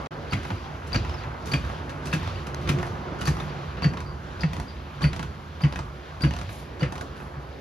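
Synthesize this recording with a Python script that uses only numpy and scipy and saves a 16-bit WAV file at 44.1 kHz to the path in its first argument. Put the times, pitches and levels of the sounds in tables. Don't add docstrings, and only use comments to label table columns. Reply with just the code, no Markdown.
import sys
import numpy as np
from scipy import signal
from scipy.fft import rfft, irfft, next_fast_len
from scipy.io import wavfile
from scipy.ndimage import uniform_filter1d

SR = 44100
rng = np.random.default_rng(int(sys.argv[2]) if len(sys.argv) > 2 else 0)


def decibels_to_gain(level_db):
    exponent = np.asarray(level_db, float) / 20
    return 10 ** exponent


def transcribe(signal):
    frames = np.atleast_2d(signal).T
    limited = np.clip(frames, -1, 1)
    pcm = np.round(limited * 32767).astype(np.int16)
    wavfile.write(sys.argv[1], SR, pcm)


N = 335292


def evened(x):
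    return x / np.sqrt(np.mean(x ** 2) + 1e-20)


def peaked(x):
    return x / np.sqrt(uniform_filter1d(x ** 2, 180).max() + 1e-20)


def drift(shape, size):
    return evened(uniform_filter1d(rng.standard_normal(shape), size=size))


def decay(t, t60):
    return decibels_to_gain(-60 * t / t60)


def read(points, hz, column=1):
    points = np.transpose(points)
    return np.interp(np.log(hz + 1), np.log(points[0] + 1), points[column])


def colour(x, points):
    size = next_fast_len(x.shape[-1])
    gain = decibels_to_gain(read(points, np.fft.rfftfreq(size, 1 / SR)))
    return irfft(rfft(x, size) * gain, size)[..., :x.shape[-1]]


def ring(x, modes):
    out = np.zeros(x.shape)
    for hz, width, db in modes:
        r = np.exp(-np.pi * abs(width) / SR)
        pole = r * np.exp(2j * np.pi * hz / SR)
        out += decibels_to_gain(db) * 2 * signal.lfilter([1 - r], [1, -pole], x).real
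    return out


def add(mix, s, sound):
    part = mix[:, round(s * SR):][:, :sound.shape[-1]]
    part += sound[..., :part.shape[-1]]


# time_s, level_db
OPENNESS = [(0, 1), (.44, 0.1), (1.3, 0.5), (2.3, 2), (3.4, 2.5), (3.6, 1.5), (3.78, 1.5), (3.9, 0),
            (4.2, -2), (4.38, -1.5), (4.75, -3), (4.92, -2.6), (5.2, -3), (5.5, -5.5), (6.4, -4),
            (7.05, -4), (7.45, -4.5), (7.6, -4.5)]


def opening(t):
    return np.interp(t, *np.transpose(OPENNESS))


def patchy(patchy_db, frames_wide, bins_wide):
    z = signal.stft(rng.standard_normal((2, N)), nperseg=512, noverlap=384)[2]
    patches = uniform_filter1d(rng.standard_normal(z.shape[1:]), bins_wide, 0)
    patches = uniform_filter1d(patches, frames_wide, 1)
    slower = uniform_filter1d(evened(patches), 5 * frames_wide, 1)
    patches = evened(patches) + 0.8 * evened(slower)
    return signal.istft(z * decibels_to_gain(patchy_db * patches), nperseg=512, noverlap=384)[1][:, :N]


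# height_s, rocking_db, panel_stir_db, drag_db
HEAVES = [(.44, 2.5, 1.5, 4.5), (1.08, 11.5, 2, 5), (1.63, 8.5, 0, 6), (2.26, 8, 0, 7),
          (2.78, 4.5, 10, 6.5), (3.39, 6, 7.5, 3), (4.1, 8.5, 2.5, -4), (4.57, 6.5, -5.5, 2.5),
          (5.16, 7.5, 4.5, 1.5), (5.8, 8, 3, 2), (6.43, 12.5, -1, 4), (7.05, 6.5, 2.5, -0.5)]
# frequency_hz, level_db
RUMBLE_SPECTRUM = [(20, -47), (40, -10), (60, 6.5), (85, 5), (115, -4.5), (200, -49)]
# pitch_hz, width_hz, level_db
HUM_MODES = [(144.1, 13.4, -9), (355.6, 8.6, -15)]
# frequency_hz, level_db
WASH_SPECTRUM = [(100, -33.5), (180, -4), (300, -4.5), (550, -0.5), (1100, -1), (1550, -4), (2100, -10),
                 (3000, -21.5), (6000, -61.5)]
# frequency_hz, level_db
HISS_SPECTRUM = [(900, -4), (1800, 7), (3000, 2.5), (4500, -4.5), (6500, -15), (8500, -16), (11000, -15),
                 (13500, -17.5), (15500, -38)]


def surroundings():
    t = np.arange(N) / SR
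    open_db = opening(t)
    lift_db = np.zeros((3, N))
    for s, *lifts in HEAVES:
        lift_db += np.outer(lifts, np.interp(t, [s - 0.27, s, s + 0.27], [0, 1, 0]))
    rumble = evened(colour(patchy(0.94, 14, 2), RUMBLE_SPECTRUM))
    hum = evened(ring(rng.standard_normal((2, N)), HUM_MODES))
    wash = evened(colour(patchy(1.15, 14, 6), WASH_SPECTRUM))
    hiss = evened(colour(patchy(1.06, 15, 60), HISS_SPECTRUM))
    rumble = rumble * decibels_to_gain(-44 + 0.42 * open_db + lift_db[0])
    hum = hum * decibels_to_gain(-45 + 0.78 * open_db + lift_db[1])
    wash = wash * decibels_to_gain(-37 + open_db)
    hiss = hiss * decibels_to_gain(-48 + 0.3 * open_db + lift_db[2])
    return rumble + hum + wash + hiss


# start_s, level_db, t60_s
SNAPS = [
    (0.872, -51.5, .012),
    (1.459, -47.5, .015),
    (2.4696, -45.5, .012),
    (2.5467, -36.5, 0.006),
    (3.2103, -42, 0.013),
]
# frequency_hz, level_db
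SNAP_SPECTRUM = [(800, -5), (2500, -8), (4000, 1), (7000, -5.5), (11000, -4), (15700, -13.5)]


def grit_snaps(near):
    lead = 200
    for s, db, t60 in SNAPS:
        envelope = decay(np.abs(np.arange(2000) - lead) / SR, max(t60, .003))
        burst = rng.standard_normal((2, 2000)) * envelope
        add(near, s - lead / SR, decibels_to_gain(db) * peaked(colour(burst, SNAP_SPECTRUM)))


# start_s, length_s, level_db
SCUFFS = [
    (0.437, 0.13, -58),
    (1.456, 0.078, -52),
    (1.651, 0.082, -57),
    (2.063, 0.054, -74),
    (2.788, 0.1, -56),
    (3.34, .14, -58),
    (6.486, 0.14, -48),
    (7.158, 0.12, -58),
]
# frequency_hz, level_db
DRAG_SPECTRUM = [(3000, -15), (7500, -0.5), (11500, 10), (15700, -10)]


def scuffs(steel):
    t = np.arange(9000) / SR
    for s, length_s, db in SCUFFS:
        stroke = np.minimum(t / 0.011, 1) * np.exp(-(t / length_s) ** 4)
        grit = decibels_to_gain(3.5 * drift(len(t), 200))
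        drag = evened(colour(rng.standard_normal((2, len(t))), DRAG_SPECTRUM))
        add(steel, s, decibels_to_gain(db) * drag * grit * stroke)


# start_s, level_db, pitch_hz, t60_s
PINGS = [(0.321, -26, 1330, 0.044), (0.333, -25, 2000, 0.04), (.322, -31, 1350, 0.03),
         (0.32, -39, 4600, 0.037), (.506, -43, 2650, .03), (.946, -24, 1300, 0.043),
         (.957, -30, 4600, 0.014), (1.516, -31, 2400, .012), (1.538, -21.5, 2460, 0.018),
         (3.4, -38, 3600, 0.046), (2.068, -38, 2700, 0.03), (2.826, -33, 1720, 0.03),
         (1.094, -42, 3000, 0.019), (5.021, -40, 2900, .07), (3.284, -30, 1800, 0.043),
         (5.05, -33.5, 2030, 0.055), (6.237, -33, 2850, 0.059), (6.309, -39, 2900, 0.037),
         (6.337, -44, 3100, .02), (6.925, -38, 730, 0.099), (2.355, -43, 2900, .04),
         (3.838, -38, 2700, 0.15), (6.829, -31, 1700, 0.03), (2.69, -25, 2520, 0.03),
         (1.093, -47, 5100, 0.026), (1.141, -44, 5200, 0.025), (1.235, -37, 2300, .025),
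         (6.808, -37.5, 2920, 0.092), (6.818, -27, 500, 0.1), (7.011, -30, 640, .05),
         (5.635, -32, 2950, .035), (5.647, -33, 2000, .07), (6.834, -31, 2030, .07),
         (3.274, -40, 5800, .025), (.956, -36, 3900, .02), (.957, -41, 5750, .02), (3.213, -36, 2800, .03)]


def pings(steel):
    t = np.arange(6000) / SR
    for s, db, hz, t60 in PINGS:
        touch = rng.standard_normal((2, len(t))) * decay(t, t60) * np.minimum(t / 0.0027, 1)
        add(steel, s, decibels_to_gain(db) * peaked(ring(touch, [(hz, 3.4 / t60, 0)])))


# pitch_hz, width_hz, level_db
STEEL_MODES = [(900, 430, 7), (1310, 120, -5), (1670, 60, -4), (1871, 90, 6), (2510, 130, -4),
               (3570, 38, -26), (3760, 180, 1)]
# frequency_hz, level_db
LOW_SPECTRUM = [(150, 17), (420, 4), (900, 7), (1400, 7), (2000, -58), (4000, -69)]
# frequency_hz, level_db
MID_SPECTRUM = [(900, -5), (1600, 7.5), (2600, 5), (4500, -9), (6500, -23), (12000, -71)]
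# frequency_hz, level_db
BRIGHT_SPECTRUM = [(2000, -25), (4500, 2.5), (7000, 0.5), (9000, 6), (11000, 0), (14000, -1), (15700, -24)]


def knock(s, db, low_db, bright_db, t60, treble_db, ringing, rise_s, damping, note_share=0, note_hz=None):
    t = np.arange(7000) / SR
    t60 = max(t60, .008)
    grit = decibels_to_gain(3.6 * drift(len(t), 90))
    grit = np.maximum(np.minimum(grit, 1.7), 2.3 * np.exp(-t / 0.005))
    touches = rng.standard_normal((2, len(t))) * grit * np.minimum(t / rise_s, 1)
    chatter = touches * decay(t, t60)
    blow = chatter * decibels_to_gain(-400 * t)
    luck = rng.standard_normal(len(STEEL_MODES))
    met = []
    for (hz, width, level), z, shift in zip(STEEL_MODES, luck, luck[::-1]):
        met.append((hz * (1 + .03 * shift), damping * width, level + 4.0 * z))
    shaken = peaked(chatter) + ringing * peaked(ring(blow, met))
    lingering = 0.25 * peaked(touches * decay(t, 2.2 * t60))
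    low = peaked(colour((shaken + lingering) * np.minimum(t / 0.0054, 1), LOW_SPECTRUM))
    bright = peaked(colour(chatter * decibels_to_gain(-250 * t), BRIGHT_SPECTRUM))
    mid = peaked(colour(shaken, [(hz, level + treble_db * (hz > 3200)) for hz, level in MID_SPECTRUM]))
    if note_hz is not None:
        mid = mid + note_share * peaked(ring(blow * decibels_to_gain(-700 * t), [(note_hz, 200, 0)]))
    return s - .4 * rise_s, decibels_to_gain(db) * (mid + decibels_to_gain(low_db) * low + decibels_to_gain(bright_db) * bright)


# start_s, level_db, low_db, bright_db (both relative), t60_s
STRAYS = [(0.0596, -34.5, -15, -18, 0.089), (0.432, -38, -21, -7, 0.059), (1.234, -40, -22, -31, 0.049),
          (1.8943, -34.5, -5, -12.5, 0.16), (2.4688, -33.5, -3, -9, 0.076), (2.545, -33, -3, -13, 0.0074),
          (3.1543, -50, 12, -19, 0.046), (3.6333, -47, 12, -20, 0.028), (6.4913, -33.5, -12, -26, 0.079),
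          (7.1662, -44, -12, -29, 0.06), (7.201, -38, 2, -30, 0.3)]


def strays(steel):
    for row in STRAYS:
        add(steel, *knock(*row, 0, ringing=0.67, rise_s=.0012, damping=0.97))


# start_s, level_db, pitch_hz, treble_db (relative), t60_s
RATTLES = [(0.4505, -29.5, 821, -11, 0.066), (0.5038, -26, 810, -12, 0.13), (1.048, -30.5, 1305, -11, 0.07),
           (1.0943, -32, 668, -4, 0.044), (1.14, -32, 837, -12, 0.06), (1.6492, -33, 1250, -11, 0.043),
           (1.6989, -30.5, 634, -10, 0.043), (2.2302, -32, 875, -3, 0.039), (2.2754, -31, 1204, -4, 0.04),
           (2.7864, -28, 1140, -3, 0.12), (2.8289, -26, 1720, -16, 0.052), (2.8668, -33, 1190, 0, 0.084),
           (3.368, -30, 1180, -6, 0.065), (3.4, -30, 1150, -5, 0.1), (3.9355, -31, 1120, -10, 0.099),
           (3.9713, -29.5, 1150, -9, 0.098), (4.0042, -32.5, 1110, 2.5, 0.073),
           (4.5326, -28.5, 990, 1, 0.079), (4.5659, -29.5, 820, -1, 0.09), (4.5988, -27.5, 797, 2.5, 0.05),
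           (5.1312, -28, 1780, -1, 0.067), (5.1626, -31, 872, 1, 0.06), (5.1941, -26.5, 1390, -1, 0.051),
           (5.228, -28.5, 1360, -1, 0.065), (5.7247, -30, 912, -3, 0.099), (5.7582, -26, 1510, -6.5, 0.093),
           (5.7904, -28.5, 915, 0, 0.073), (6.3082, -28.5, 1880, -3, 0.042), (6.3371, -30, 664, 1, 0.046),
           (6.3648, -30.5, 947, 1, 0.05), (6.3874, -33.5, 650, 4.5, 0.085),
           (6.4133, -30.5, 1140, -1, 0.056), (6.9232, -29, 660, 2, 0.048), (6.9551, -29.5, 1440, -2, 0.077),
           (6.979, -34.5, 662, 4, 0.048), (7.0105, -30, 1350, 3, 0.06)]


def rattles(steel):
    for s, db, hz, treble_db, t60 in RATTLES:
        tick = (s, db - 4.5, 0.5, -10 + treble_db, t60, treble_db)
        add(steel, *knock(*tick, ringing=0.67, rise_s=.0012, damping=0.97, note_share=0.75, note_hz=hz))


# start_s, level_db, bright_db (relative)
SLACK = [(0.3216, -32, -21), (0.8724, -51.5, 3), (0.9202, -35, -19), (1.4584, -44.5, 1), (1.471, -36, -9),
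         (1.5159, -31, -10), (2.056, -38.5, -1.5), (2.07, -37, -5.5), (2.6147, -53, 2), (2.6746, -30, -14),
         (3.1883, -46, -5), (3.2122, -31.5, -6.5), (3.254, -32, -2.5), (3.7702, -37.5, -32),
         (3.821, -30, -17), (4.395, -41, -16), (4.4136, -39.5, -22), (5.0079, -37, -14), (5.018, -31, -14),
         (5.6069, -36, -20), (6.2077, -36.5, -14), (6.795, -42, -10), (6.8074, -36, -24)]


def linkage_slack(steel):
    for s, db, bright_db in SLACK:
        add(steel, *knock(s, db, 2.5, bright_db, 0.26, 0, ringing=0.58, rise_s=.0025, damping=2.5))


# pitch_hz, width_hz, level_db
PANEL_MODES = [(243, 73, 9), (310, 49, 6), (444, 18, -22), (530, 67, -12)]


def boom(s, db, hz, deep_db, upper_db, contact_s, swell_s, harmonic_db):
    t = np.arange(14000) / SR
    swell = 1 - np.exp(-t / max(swell_s, .001))
    pushed = np.exp(-(t / max(contact_s, .008)) ** 3)
    wobble = 1 + (.08 - .06 * pushed) * drift(len(t), 500)
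    turns = np.cumsum(hz * wobble * (1 - 0.15 * (1 - pushed))) / SR
    swing = np.sin(2 * np.pi * turns) - decibels_to_gain(harmonic_db) * np.cos(4 * np.pi * turns)
    pan = swing * (pushed + 0.16 * (1 - pushed) * decay(t, 0.28))
    stirred = rng.standard_normal(len(t)) * decay(t, 0.23)
    upper = 0.93 * decibels_to_gain(upper_db) * peaked(ring(stirred, PANEL_MODES))
    deep = np.sin(np.pi * turns + .8) * decay(t, 0.27) * (1 - np.exp(-t / 0.016))
    return s - .003, decibels_to_gain(db) * ((pan + upper) * swell + 1.23 * decibels_to_gain(deep_db) * deep)


# start_s, level_db, pitch_hz, deep_db (relative)
NUDGES = [(0.519, -27, 106.3, -7), (1.251, -32, 125.5, -17), (2.083, -33, 146, -6), (2.233, -36, 161, -3),
          (2.892, -30.5, 107, -13), (3.585, -36.5, 157.4, -20), (4.574, -34.5, 153, 7),
          (5.198, -37, 154, 3.5), (5.794, -39, 151, 2), (6.477, -35, 117, -0.5), (7.37, -35, 144, 6.5)]


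def body_nudges(body):
    for row in NUDGES:
        add(body, *boom(*row, upper_db=-10, contact_s=0.037, swell_s=0.0062, harmonic_db=-13))


# start_s, level_db, pitch_hz, deep_db (relative), contact_s
BOOMS = [(0.341, -19.5, 130, -29, 0.017), (0.956, -19, 123, -4.5, 0.021), (1.543, -20, 150.4, -10, 0.023),
         (2.137, -23.5, 155, -4, 0.048), (2.696, -24.5, 146.8, -0.5, 0.068),
         (3.281, -16.5, 153, -6.5, 0.03), (3.852, -11.5, 158.3, -14, 0.027), (4.433, -18, 160.7, -25, 0.04),
         (5.036, -12, 158.3, -8.5, 0.037), (5.637, -13, 153.4, -11, 0.033),
         (6.238, -16, 153.2, -1.5, 0.037), (6.826, -13, 159, -16, 0.017)]
# swell_s, second_harmonic_db (relative), panel_buzz_db
STRIKES = [(0.012, -7, -32.5), (.003, -9.5, -28.5), (0.0062, -14, -28.5), (0.0053, -16.5, -28.5),
           (0.0096, -13, -29.5), (0.0075, -14, -33.5), (0.0077, -27, -27.5), (0.0066, -25, -39),
           (0.013, -30, -33), (0.0057, -22, -29.5), (0.0041, -19, -25), (0.0051, -16, -37)]


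def body_booms(body):
    for (s, db, hz, deep_db, contact_s), (swell_s, harmonic_db, panel_db) in zip(BOOMS, STRIKES):
        add(body, *boom(s, db, hz, deep_db, panel_db - db, contact_s, swell_s, harmonic_db))


# pitch_multiple, width_hz, level_db
PIN_MODES = [(1, 30, 29), (.982, 90, -15), (1.04, 130, -12)]
# pitch_hz, width_hz, level_db
OVERTONE_MODES = [(8400, 180, -26), (9350, 140, -2), (11200, 200, -14), (13300, 200, -18)]


def squeak(s, db, overtone_db, length_s, hz, sag, clean):
    t = np.arange(9000) / SR
    length = max(length_s, .01)
    grip = decibels_to_gain(3.5 * drift(len(t), 200))
    hold = np.exp(-t / (0.32 * length)) + 0.3 * np.exp(-(t / length) ** 2)
    hold = hold + .12 * np.exp(-t / (1.6 * max(length_s, .02)))
    slips = rng.standard_normal((2, len(t))) * grip * np.minimum(t / 0.0025, 1) * hold
    slips[:, 60] += 5.0
    waver = 1 + .01 * np.exp(-t / .006) - sag * np.minimum(t / .05, 1)
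    waver = waver + (.003 + .025 * (1 - clean)) * drift((2, len(t)), 120)
    locked = np.sin(2 * np.pi * np.cumsum(hz * waver, axis=1) / SR)
    locked = locked * grip * hold * np.minimum(t / 0.0018, 1)
    modes = [(hz * (1 - .5 * sag) * multiple, width + sag * hz, level) for multiple, width, level in PIN_MODES]
    main = peaked(clean * peaked(locked) + 0.84 * peaked(ring(slips, modes)))
    overtones = decibels_to_gain(overtone_db) * peaked(ring(slips, OVERTONE_MODES))
    return s - .0025, decibels_to_gain(db) * (main + overtones)


# start_s, level_db, length_s, pitch_hz
RETURNS = [
    (0.5811, -53, .02, 4700),
    (1.177, -48, .03, 4660),
    (2.35, -48, 0.04, 4600),
    (3.495, -51, .015, 4700),
    (4.064, -52.5, 0.058, 4660),
    (4.682, -49, 0.065, 4740),
    (5.291, -58, 0.036, 4720),
]


def pin_returns(steel):
    for s, db, length_s, hz in RETURNS:
        add(steel, *squeak(s, db, -15, length_s, hz, sag=0, clean=.55))


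# start_s, level_db, overtone_db (relative), length_s, pitch_hz
SQUEAKS = [(0.312, -41, -4, 0.015, 4580), (0.932, -28.5, -11.5, 0.012, 4640),
           (1.521, -29.5, -9.5, 0.054, 4610), (2.118, -46, 3, 0.04, 4520), (3.262, -36, -21, 0.045, 4540),
           (3.83, -31, -21.5, 0.043, 4570), (4.409, -37, -9, 0.035, 4800), (5.025, -34, -7, 0.054, 4570),
           (5.619, -40.5, -4, 0.05, 4760), (6.221, -32, -4, 0.014, 4620), (6.806, -42, -8, 0.034, 4610)]
GRIPS = [(.01, .6), (.005, .8), (.005, .8), (.01, .2), (.005, .8), (.005, .9), (.06, .8), (.005, .8),
         (.015, .5), (.003, .95), (.005, .6)]


def pin_squeaks(steel):
    for row, grip in zip(SQUEAKS, GRIPS):
        add(steel, *squeak(*row, *grip))


# start_s, level_db, t60_s, pitch_hz (loudest ring)
CLANKS = [(0.332, -18.5, 0.045, 2430), (0.9448, -19.5, 0.089, 2420), (0.9572, -23.5, 0.047, 2640),
          (1.536, -18.5, 0.082, 2450), (2.1282, -20, 0.095, 2440), (2.134, -21.5, 0.16, 2550),
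          (2.6903, -20, 0.1, 2510), (3.273, -21.5, 0.15, 1880), (3.8439, -20, 0.069, 1810),
          (4.435, -19, 0.032, 1980), (5.0408, -20.5, 0.13, 1920), (5.636, -27, 0.46, 1980),
          (6.236, -21.5, 0.2, 1970), (6.8299, -24.5, 0.33, 1880)]
CLANK_TREBLE_DB = [-8, -13, -4, -7, -14, -6, -5, -5, -14, -15, -12, -11, -10, -11]


def handle_clanks(steel):
    for (s, db, t60, hz), treble_db in zip(CLANKS, CLANK_TREBLE_DB):
        bright_db = -17 + treble_db + 6 * opening(s)
        add(steel, *knock(s, db - 3.5, -5, bright_db, t60, treble_db,
                          ringing=0.9, rise_s=.0045, damping=3.3, note_share=0.59, note_hz=hz))


# frequency_hz, t60_s
GARAGE_DECAY = [(150, 0.34), (1000, 0.12), (4000, 0.18), (12000, 0.24)]


def garage(x):
    taps = np.zeros((2, SR // 2))
    slots = np.arange(200, SR // 2 - 20, 20)
    at = slots + rng.integers(0, 20, (2, len(slots)))
    np.put_along_axis(taps, at, rng.choice([-1., 1.], at.shape), 1)
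    hz, t, z = signal.stft(taps, SR, nperseg=256)
    tail = signal.istft(z * decay(t, read(GARAGE_DECAY, hz)[:, None]), SR, nperseg=256)[1]
    return signal.fftconvolve(x, tail / np.linalg.norm(tail[0]), axes=1)[:, :N]


def scene():
    steel, body = np.zeros((2, 2, N))
    near = surroundings()
    grit_snaps(near)
    for play in (scuffs, pings, strays, rattles, linkage_slack, pin_returns, pin_squeaks, handle_clanks):
        play(steel)
    body_nudges(body)
    body_booms(body)
    return steel + decibels_to_gain(-4.0) * garage(steel) + body + decibels_to_gain(-12.5) * garage(body) + near


def gated_treble(pair):
    treble_hz, holes_hz = 7500, 8950
    hz, t, z = signal.stft(pair, SR, nperseg=1024, noverlap=768)
    low = hz[:-1, None]
    power = uniform_filter1d(abs(z) ** 2, size=4, axis=2)
    bands = power[:, :512].reshape(2, 32, 16, -1).mean(2)
    band_db = 10 * np.log10(bands + 1e-20)
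    frame_db = 10 * np.log10(bands.sum((0, 1)) + 1e-20)
    band_db += 0.58 * drift(band_db.shape, 4)
    faint_db = -103 + 0.68 * (frame_db - np.median(frame_db))
    kept = band_db > np.maximum(band_db[::-1] - 7, faint_db)
    kept = np.repeat(kept, 16, axis=1) | (low < treble_hz)
    strong = power[:, :-1] > decibels_to_gain(-1.3) * np.repeat(bands, 16, axis=1)
    kept &= strong | (low < holes_hz)
    treble = (abs(z[:, hz > treble_hz]) ** 2).sum((0, 1))
    kept |= treble > 8 * np.roll(uniform_filter1d(treble, size=8), 7)
    kept = np.concatenate([kept, kept[:, -1:]], axis=1)
    return signal.istft(z * kept, nperseg=1024, noverlap=768)[1][:, :N]


def low_pass(x):
    return signal.sosfilt(signal.butter(12, 15720, fs=SR, output="sos"), x)


# frequency_hz, level_db
SELF_NOISE_SPECTRUM = [(5000, -23), (9000, -5), (12500, 3), (14200, -3), (15500, -12)]
# frequency_hz, sum_db, difference_db, likeness (0-1), phase_rad (difference on sum)
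PORTS = [(89.5, -2.5, -20, 0.92, 3.5), (257, -2, -11.5, 0.53, 3.5), (698, -10.5, -13, 0.24, 2),
         (1590, -11.5, -9, 0.94, 2), (1880, -13, -18.5, 0.5, 1.1), (2870, -9, -13, .4, 0.84),
         (4740, -6, -9, 0.4, 0.7), (6320, -5, -6, 0.2, -1), (7200, -10, -8, 0.5, -2),
         (8030, -16.5, -2.5, 0.02, 5.5), (9250, -22.5, -12, 0.7, -4), (9920, -13, -18, 0.5, -4),
         (10170, -15.5, -10, 0.2, 0), (10650, -14, -36.5, .3, 4), (15100, -20.5, -14.5, .3, -12)]
# time_s, level_db
LEVEL_DIP = [
    (0, 7.5),
    (0.072, 4.5),
    (.074, -37),
    (.104, -84),
    (0.109, 2),
    (.119, 5.5),
]


def record(dry):
    size = next_fast_len(N)
    hz = np.fft.rfftfreq(size, 1 / SR)
    dry = dry + decibels_to_gain(-64) * evened(colour(rng.standard_normal((2, N)), SELF_NOISE_SPECTRUM))
    sum_db, difference_db, like, phase = (read(PORTS, hz, column) for column in range(1, 5))
    like = np.clip(like, 0, 1)
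    band = (hz < 15750) / (1 + (42 / (hz + 1)) ** 6)
    first, second = rfft(dry, size) * band
    mid = irfft(first * decibels_to_gain(sum_db), size)[:N]
    mixed = like * np.exp(1j * phase) * first + np.sqrt(1 - like ** 2) * second
    side = irfft(mixed * decibels_to_gain(difference_db - 1.1), size)[:N]
    mid, side = gated_treble(np.array([mid, side]))
    level = decibels_to_gain(np.interp(np.arange(N) / SR, *np.transpose(LEVEL_DIP)))
    return low_pass(np.array([mid + side, mid - side]) * level)


dry = scene()
out = record(dry)
transcribe(out)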